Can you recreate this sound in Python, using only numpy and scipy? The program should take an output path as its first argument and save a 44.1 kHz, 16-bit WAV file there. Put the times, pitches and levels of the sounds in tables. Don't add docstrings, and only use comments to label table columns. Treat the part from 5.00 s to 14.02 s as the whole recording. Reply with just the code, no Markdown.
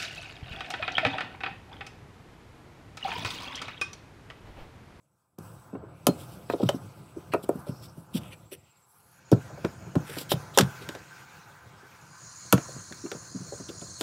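import sys
import numpy as np
from scipy import signal
from scipy.fft import rfft, irfft, next_fast_len
from scipy.io import wavfile

SR = 44100
rng = np.random.default_rng(int(sys.argv[2]) if len(sys.argv) > 2 else 0)


def generate_wav(signal):
    frames = np.transpose(np.atleast_2d(signal))
    scaled = np.clip(frames, -1, 1) * 32767
    pcm = np.round(scaled).astype(np.int16)
    wavfile.write(sys.argv[1], SR, pcm)


N = 397782

# frequency in Hz, width in Hz, level in dB.
PLASTIC = [(1500, 410, 4.5), (2604, 1470, 4), (3450, 1130, 8), (4100, 480, 7), (4690, 1420, 1.5),
           (5920, 660, 2.5), (6920, 880, -0.5), (8840, 1700, -2), (11400, 4300, -6.5), (14800, 1500, -19.5)]


def amp(db):
    return 10 ** (np.asarray(db) / 20)


def rms_one(x):
    return x / np.sqrt(np.mean(x ** 2) + 1e-20)


def in_time(rows):
    s, *columns = np.transpose(rows)
    return [np.interp(np.arange(N) / SR, s, c, left=-150, right=-150) for c in columns]


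def ramp(start_s, length_s):
    return np.clip((np.arange(N) / SR - start_s) / length_s, 0, 1)


def drift(rate_hz):
    r = np.exp(-2 * np.pi * rate_hz * 40 / SR)
    noise = rng.standard_normal(N // 40 + 2002)
    slow = signal.lfilter([1], [1, -2 * r, r * r], noise)[2000:]
    return np.interp(np.arange(N) / 40, np.arange(len(slow)), rms_one(slow))


def coloured(spectrum):
    size = next_fast_len(N)
    hz = np.maximum(np.arange(size // 2 + 1) * SR / size, 1)
    at_hz, db = np.transpose(spectrum)
    gain = amp(np.interp(np.log(hz), np.log(at_hz), db))
    return rms_one(irfft(rfft(rng.standard_normal(N), size) * gain, size)[:N])


def band(x, low_hz, high_hz):
    return signal.sosfilt(signal.butter(2, [low_hz, high_hz], "band", fs=SR, output="sos"), x)


def resonate(x, peaks, centre_hz=4000, tilt_db=0, spread=9):
    out = 0
    for k, (hz, width_hz, level_db) in enumerate(peaks):
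        r = np.exp(-np.pi * width_hz / SR)
        octaves = np.log2(hz / centre_hz)
        gain = amp(level_db + tilt_db * octaves - 12 * (octaves / spread) ** 2)
        gain = (-1) ** k * gain
        zeros = gain * (1 - r * r) / 2 * np.array([1, 0, -1])
        poles = [1, -2 * r * np.cos(2 * np.pi * hz / SR), r * r]
        out = out + signal.lfilter(zeros, poles, x)
    return out


def add(out, s, sound, peak_db):
    i = round(s * SR)
    out[i:i + len(sound)] += (amp(peak_db) * sound / np.max(np.abs(sound)))[:N - i]


def traffic(swell_db):
    # time in seconds, tyre hum in dB, rumble in dB.
    street = [(0, -59, -52), (1.0, -60.5, -51), (3.3, -62, -53), (3.6, -72, -60), (3.85, -67.5, -74),
              (4.1, -66.5, -62.5), (4.6, -61, -50), (5.9, -57.5, -54.5), (6.8, -57, -57.5),
              (9.02, -61, -51)]
    # frequency in Hz, level in dB per Hz.
    early_hum_colour = [(210, -40.5), (350, -29.5), (401, 0.5), (606, -11.5), (815, 5), (1030, 2.5),
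                        (1450, 1.5), (3000, -47), (6600, -120)]
    late_hum_colour = [(250, -26), (480, -44), (720, -5.5), (1050, 7), (1800, -1.5), (2300, -17),
                       (6600, -120)]
    rumble_colour = [(24, -39), (40, -13), (134, -4.5), (219, -17.5), (399, -22), (554, -21), (780, -25.5),
                     (1320, -120)]

    swell_shares = [[0.24], [0.28]]
    hum_db, rumble_db = in_time(street) + swell_db * swell_shares
    hum_wander, lumps = amp(1.2 * drift(8)), amp(2.2 * drift(9))
    late = ramp(7.1, 0.047)
    hum = np.sqrt(1 - late) * coloured(early_hum_colour) + np.sqrt(late) * coloured(late_hum_colour)
    return amp(hum_db) * hum_wander * hum + amp(rumble_db) * lumps * coloured(rumble_colour)


def rustle(swell_db):
    # time in seconds, level in dB, extra treble in dB.
    movement = [(0, -69, 19.5), (.65, -75, 17), (.8, -75.5, -1.5), (1.1, -67.5, 11), (2.2, -68.5, 8),
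                (3.1, -75.5, 15.5), (3.7, -71.5, 6.5), (3.9, -83, 20), (4.2, -61.5, 7), (5.4, -56.5, 10.5),
                (6.2, -53, 7.5), (6.45, -56, 9.5), (7.2, -57.5, 9.5), (9.02, -63, 14.5)]
    # frequency in Hz, level in dB per Hz.
    early_colour = [(900, -34.5), (1600, -38), (1950, 1), (2500, 4), (3000, 0), (5600, -11), (7200, -18.5),
                    (7700, -12), (16000, -18.5)]
    late_colour = [(880, -6.5), (1500, 6.5), (1800, -4), (2380, -3.5), (2890, -9), (5300, -18.5),
                   (10300, -29), (15000, -29.5)]

    swell_shares = [[0.14], [0.11]]
    level_db, bright_db = in_time(movement) + swell_db * swell_shares
    late = ramp(4, 0.035)
    grains = [(1 - late) * coloured(early_colour) + late * coloured(late_colour) for k in range(2)]
    edges_hz = np.geomspace(1400, 17000, 19)
    bright_shares = np.clip(np.log2(edges_hz / 3000) / 1.06, 0, 1)
    stir_db, together = 2.4, drift(6)
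    out = np.zeros(N)
    for k in range(len(edges_hz) - 1):
        stirring_db = stir_db * (drift(10) + together / 2)
        gain = amp(level_db + bright_shares[k] * bright_db + stirring_db)
        out += gain * band(grains[k % 2], *edges_hz[k:k + 2])
    return out


def crickets():
    # time in seconds, higher cricket in dB, lower cricket in dB.
    song = [(0, -66, -95), (.9, -79.5, -100), (1.7, -74.5, -89.5), (2.3, -75, -99), (3.0, -89, -90),
            (3.3, -75, -78), (3.8, -77, -75), (4.15, -82, -95), (4.3, -102, -106)]
    # frequency in Hz, width in Hz, level in dB.
    voices = [(7900, 300, 0), (7490, 200, 0)]

    chirps_per_s, chirp_db = 16, 7.5
    high, low = (rms_one(resonate(resonate(rng.standard_normal(N), [peak]), [peak])) for peak in voices)
    high_db, low_db = in_time(song)
    cycle = np.cumsum(chirps_per_s * (1 + 0.11 * drift(4.6))) / SR
    chirps_db = chirp_db * np.sin(2 * np.pi * cycle)
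    return amp(high_db + 3.6 * drift(22)) * high + amp(low_db + chirps_db) * low


def cicadas():
    # time in seconds, level in dB.
    loudness = [(4.0, -77.5), (4.3, -65), (6.0, -65.5), (6.85, -80), (7.05, -61), (7.3, -49), (7.7, -48),
                (8.3, -48.5), (8.6, -47.5), (9.02, -45.5)]
    # frequency in Hz, width in Hz, level in dB.
    singer_bands = [(4315, 380, 6.5), (4830, 450, 3), (5710, 450, 5.5), (6390, 170, 11.5), (6820, 500, 11),
                    (7130, 160, 5.5), (8070, 600, -2), (9220, 170, 2.5), (9800, 600, -6)]

    throb_per_s, throb_db = 7.3, 1.5
    buzz = rng.standard_normal(N) * amp(0.88 * drift(120))
    chorus = np.zeros(N)
    for peak in singer_bands:
        voice = resonate(resonate(buzz, [peak]), [(*peak[:2], 0)])
        chorus += amp(1.96 * drift(6.4)) * voice
    chorus = rms_one(chorus)
    cycle = np.cumsum(throb_per_s * (1 + 0.1597 * drift(0.87))) / SR
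    throb = amp(throb_db * np.sin(2 * np.pi * cycle)) - 1
    throbbing = throb * (band(chorus, 6200, 7400) + band(chorus, 4020, 4410))
    shriller = ramp(8.1, 1.6) * band(chorus, 7700, 9300)
    return amp(in_time(loudness)[0]) * (chorus + throbbing + shriller)


def thuds():
    # start in seconds, peak in dB, centre in Hz,
    # fall above the centre in dB per octave.
    blows = [(0.383, -31.5, 134, 9), (0.729, -25.5, 226, 14), (0.751, -26, 354, 9.5),
             (0.828, -33.5, 400, 22), (1.068, -7, 238, 4), (1.084, -9.5, 216, 10.5), (1.499, -13.5, 270, 4),
             (1.535, -16, 377, 12), (1.599, -19.5, 530, 21), (1.628, -12.5, 199, 11),
             (1.651, -19.5, 148, 28), (1.689, -13.5, 550, 12.5), (1.741, -22, 170, 11),
             (1.842, -33, 117, 16), (2.162, -28, 336, 22), (2.295, -34.5, 130, 28),
             (2.3362, -14.5, 446, 3.5), (2.344, -12, 387, 8), (2.437, -29.5, 220, 10),
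             (2.49, -9, 394, 11.5), (2.551, -24.5, 218, 19), (2.665, -34.5, 500, 27),
             (2.689, -20.5, 134, 12.5), (2.97, -31.5, 148, 15), (3.143, -17.5, 217, 32),
             (3.153, -25.5, 215, 15), (3.516, -35.5, 408, 23.5), (4.316, -9.5, 344.4, 16),
             (4.325, -5, 136, 10), (4.5, -37.5, 610, 16), (4.572, -38, 530, 17), (4.643, -15.5, 139, 8),
             (4.647, -20.5, 344, 10), (4.866, -34.5, 156, 8.5), (4.953, -20, 370, 8), (4.96, -9.5, 145, 11),
             (5.089, -35.5, 460, 44), (5.167, -27, 298, 9), (5.209, -32.5, 297, 8), (5.317, -11, 447, 8),
             (5.334, -19, 146, 33), (5.574, -7, 536, 11), (5.585, -10.5, 990, 30),
             (5.598, -10.5, 209, 12.5), (5.623, -13, 138, 22), (5.81, -38, 400, 19),
             (5.887, -28.5, 304, 9.5), (5.949, -31.5, 450, 9), (6.827, -44.5, 393, 22),
             (7.5259, -8.5, 1120, 4.5), (7.528, -7, 303, 8.5), (7.538, -6.5, 149, 12), (7.578, -22, 258, 6),
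             (7.685, -36.5, 550, 18), (7.759, -33, 144, 11.5), (7.909, -33, 186, 9), (8.038, -26, 360, 44),
             (8.061, -37, 400, 2), (8.115, -26.5, 440, 16), (8.147, -30.5, 142, 9), (8.345, -27, 220, 26),
             (8.401, -30.5, 164, 19), (8.521, -28.5, 490, 20), (8.598, -32, 178, 9.5),
             (8.688, -32, 380, 23), (8.818, -33, 137, 7), (9.008, -23, 344, 10)]
    # frequency in Hz, level in dB, share of the blow's ring time.
    modes = [(105, -14, 1.5), (140.6, -8.5, 1.34), (170.6, -10.5, 1.57), (202.5, -6, 1.16),
             (254, -3.5, 0.9), (297.8, -8, 1.2), (343, -2.5, 0.7), (406.5, 1, 0.77), (472.3, -4.5, 1.01),
             (555.7, 1.5, 0.61), (644, 4, 0.44), (758, 1.5, 0.64), (915.5, -2, 0.59), (989, 9, 0.27),
             (1094, -7.5, 1.1), (1281, 1, 0.69), (1425, 3, 0.47), (1780, -5, 0.56), (2350, 7.5, 0.23),
             (2664, 5, 0.3)]

    t60_s, shorter_per_10_db = 0.083, 0.79
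    out, t = np.zeros(N), np.arange(SR // 4) / SR
    hz, level_db, share = np.array(modes).T[:, :, None]
    for s, peak_db, centre_hz, fall_db in blows:
        blow_t60_s = t60_s * shorter_per_10_db ** ((peak_db + 20) / 10)
        octaves = np.log2(hz / centre_hz)
        contact_s = 0.00016 * max(fall_db, 1)
        slope_db = np.minimum(14 * octaves, -fall_db * octaves)
        struck_db = level_db + slope_db + rng.normal(0, 2, hz.shape)
        detuned_hz = hz * (1 + 0.023 * rng.standard_normal(hz.shape))
        rise = rng.choice([-1, 1], hz.shape) * (1 - np.exp(-t / contact_s)) ** 2
        decay = amp(struck_db - 60 * t / (blow_t60_s * share))
        rings = rise * decay * np.sin(2 * np.pi * detuned_hz * t)
        add(out, s, rings.sum(axis=0), peak_db)
    return out


def snaps():
    # start in seconds, peak in dB, tilt in dB per octave.
    cracks = [(0.386, -38.5, 9), (1.068, -6.5, 8), (1.4993, -24, -28), (1.6896, -15, -1), (2.3363, -29, 12),
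              (4.316, -22.5, 2), (4.648, -25, -9), (4.954, -29.5, -2), (5.3175, -14.5, 0.5),
              (5.575, -5, 1.5), (5.5861, -2, 0), (5.592, -19, 7), (5.6085, -12, -1), (5.634, -30, -3),
              (5.889, -23.5, -4.5), (5.95, -31, -5.5), (7.5255, -4, 8), (7.5782, -25.5, -9.5),
              (7.9238, -31, -10), (8.116, -21.5, -4.5), (9.0103, -15.5, -0.5)]
    # start in seconds, frequency in Hz, peak in dB, 60 dB decay in seconds.
    pings = [(1.689, 3050, -18.5, 0.011), (1.09, 4200, -40, 0.11)]

    rise_s, crack_t60_s = 0.0001, 0.0074
    spray_db, spray_t60_s = -10.5, 0.056
    out, t = np.zeros(N), np.arange(SR // 6) / SR
    for s, peak_db, tilt_db in cracks:
        crack = amp(-60 * t / crack_t60_s)
        spray = amp(spray_db - 60 * t / spray_t60_s)
        burst = rng.standard_normal(len(t)) * (1 - np.exp(-t / rise_s)) * (crack + spray)
        add(out, s, resonate(burst, PLASTIC, tilt_db=tilt_db), peak_db)
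    for s, hz, peak_db, t60_s in pings:
        ring = amp(-60 * t / t60_s) * (1 - np.exp(-t / 0.0043)) * np.sin(2 * np.pi * hz * t)
        add(out, s, ring, peak_db)
    return out


def scuffs():
    # start in seconds, peak in dB,
    # centre in Hz, length in seconds, spread in octaves, hiss against the body in dB.
    strokes = [(1.164, -37, 4000, 0.097, 1.1, 1), (1.273, -40.5, 4000, 0.11, 0.95, 2),
               (1.485, -36.5, 2000, 0.05, 1.8, -10.5), (1.52, -36, 3970, 0.026, 1, -15),
               (1.574, -36, 3800, 0.078, 1.2, -13), (1.627, -33, 4530, 0.018, 0.78, -7),
               (1.643, -41, 3500, 0.059, 1.3, -11), (1.732, -45, 3500, 0.048, 1.4, -10),
               (2.317, -31.5, 2400, 0.04, 0.86, -15), (2.425, -36.5, 3280, 0.025, 0.92, 4),
               (2.4896, -23.5, 4260, 0.005, 0.8, 16), (2.552, -44, 3000, 0.012, 0.93, 16),
               (2.588, -43, 4000, 0.019, 1, 22), (2.652, -48, 5400, 0.28, 0.15, -14),
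               (2.655, -40.5, 4000, 0.06, 0.72, 0), (2.815, -39.5, 4800, 0.062, 0.73, -1),
               (2.96, -49, 3960, 0.057, 1, 11), (3.132, -26, 3360, 0.061, 0.98, -2.5),
               (3.192, -43, 3000, 0.13, 0.56, -6), (3.303, -35, 2900, 0.047, 1, -13),
               (3.51, -33.5, 3500, 0.047, 1.5, 0.5), (3.862, -50, 10880, 0.35, 0.25, -14),
               (4.31, -31, 5030, 0.037, 1.2, -8), (5.043, -33, 2800, 0.17, 2, -5),
               (5.092, -31.5, 3180, 0.017, 0.77, -3), (5.146, -25, 3500, 0.1, 2.6, -3),
               (5.182, -20, 4300, 0.0084, 1.5, -10), (5.206, -30, 4300, 0.014, 1.3, 5),
               (5.29, -14.5, 3300, 0.055, 2.8, -5.5), (5.533, -32.5, 3680, 0.066, 0.31, -7),
               (5.809, -39.5, 3180, 0.034, 1.1, -38), (8.682, -33, 1830, 0.025, 1.46, -18),
               (8.808, -38, 2450, 0.013, 0.77, -20), (8.984, -29.5, 4500, 0.087, 2, -4)]

    edge_s, treble_hz = 0.051, 7500
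    scatter_hz, scatter_db = 80, 6.5
    out, jerks = np.zeros(N), amp(1.97 * drift(74))
    t = np.arange(SR // 3) / SR
    steep = signal.cheby1(4, 1, treble_hz, "high", fs=SR, output="sos")
    for s, peak_db, centre_hz, length_s, spread, treble_db in strokes:
        unevenness = amp(4.2 * np.minimum(rng.exponential(1, len(t)), 5))
        slips = rng.standard_normal(len(t)) * unevenness
        pressure = np.clip(np.minimum(t, length_s - t) / min(length_s / 2, edge_s), 0, 1)
        scatter = rng.standard_normal((len(PLASTIC), 3)) * [scatter_hz, 0, scatter_db]
        own_ring = (centre_hz, 0.55 * spread * centre_hz, 1.5)
        peaks = [*(np.array(PLASTIC) + scatter), own_ring]
        body = rms_one(resonate(slips, peaks, centre_hz, spread=spread))
        hiss = rms_one(band(signal.sosfilt(steep, slips), treble_hz / 2, 12350))
        add(out, s, (body + amp(treble_db) * hiss) * np.sin(np.pi / 2 * pressure), peak_db)
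    return signal.lfilter(*signal.iirnotch(6580, 4.0, SR), out * jerks)


def swell(blows):
    from_db, sinks_db_per_s = -41, 74.5
    sink_db = sinks_db_per_s * np.arange(N) / SR
    blow_db = 20 * np.log10(np.abs(blows) + 1e-9)
    held_db = np.maximum.accumulate(blow_db + sink_db) - sink_db
    return np.maximum(held_db - from_db, 0)


def short_echoes(x):
    # delay in seconds, level in dB.
    echoes = [(.0031, -19.5), (.0058, -12.5), (.0097, -21.5)]
    return x + sum(amp(echo_db) * np.pad(x, (round(s * SR), 0))[:N] for s, echo_db in echoes)


def boot(x):
    t60_s, level_db, cut_hz = 0.14, -18.5, 2000
    t = np.arange(SR // 3) / SR
    tail = rng.standard_normal(len(t)) * amp(-60 * t / t60_s) * (t > 0.004)
    tail = signal.sosfilt(signal.butter(1, cut_hz, fs=SR, output="sos"), tail)
    tail = tail / np.sqrt(np.sum(tail ** 2))
    return x + amp(level_db) * signal.fftconvolve(x, tail)[:N]


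def scene():
    blows = thuds() + snaps()
    swell_db = swell(blows)
    bed = short_echoes(traffic(swell_db) + rustle(swell_db) + crickets() + cicadas())
    before_jump = np.arange(N) / SR < 0.382
    bed = amp(-23 * before_jump) * bed
    handwork = boot(blows + short_echoes(scuffs()))
    return (handwork + bed)[None]


def record(dry):
    thin = signal.sosfilt(signal.butter(4, 75, "high", fs=SR, output="sos"), dry)
    return signal.sosfilt(signal.cheby2(16, 60, 16300, fs=SR, output="sos"), thin)


dry = scene()
out = record(dry)
generate_wav(out)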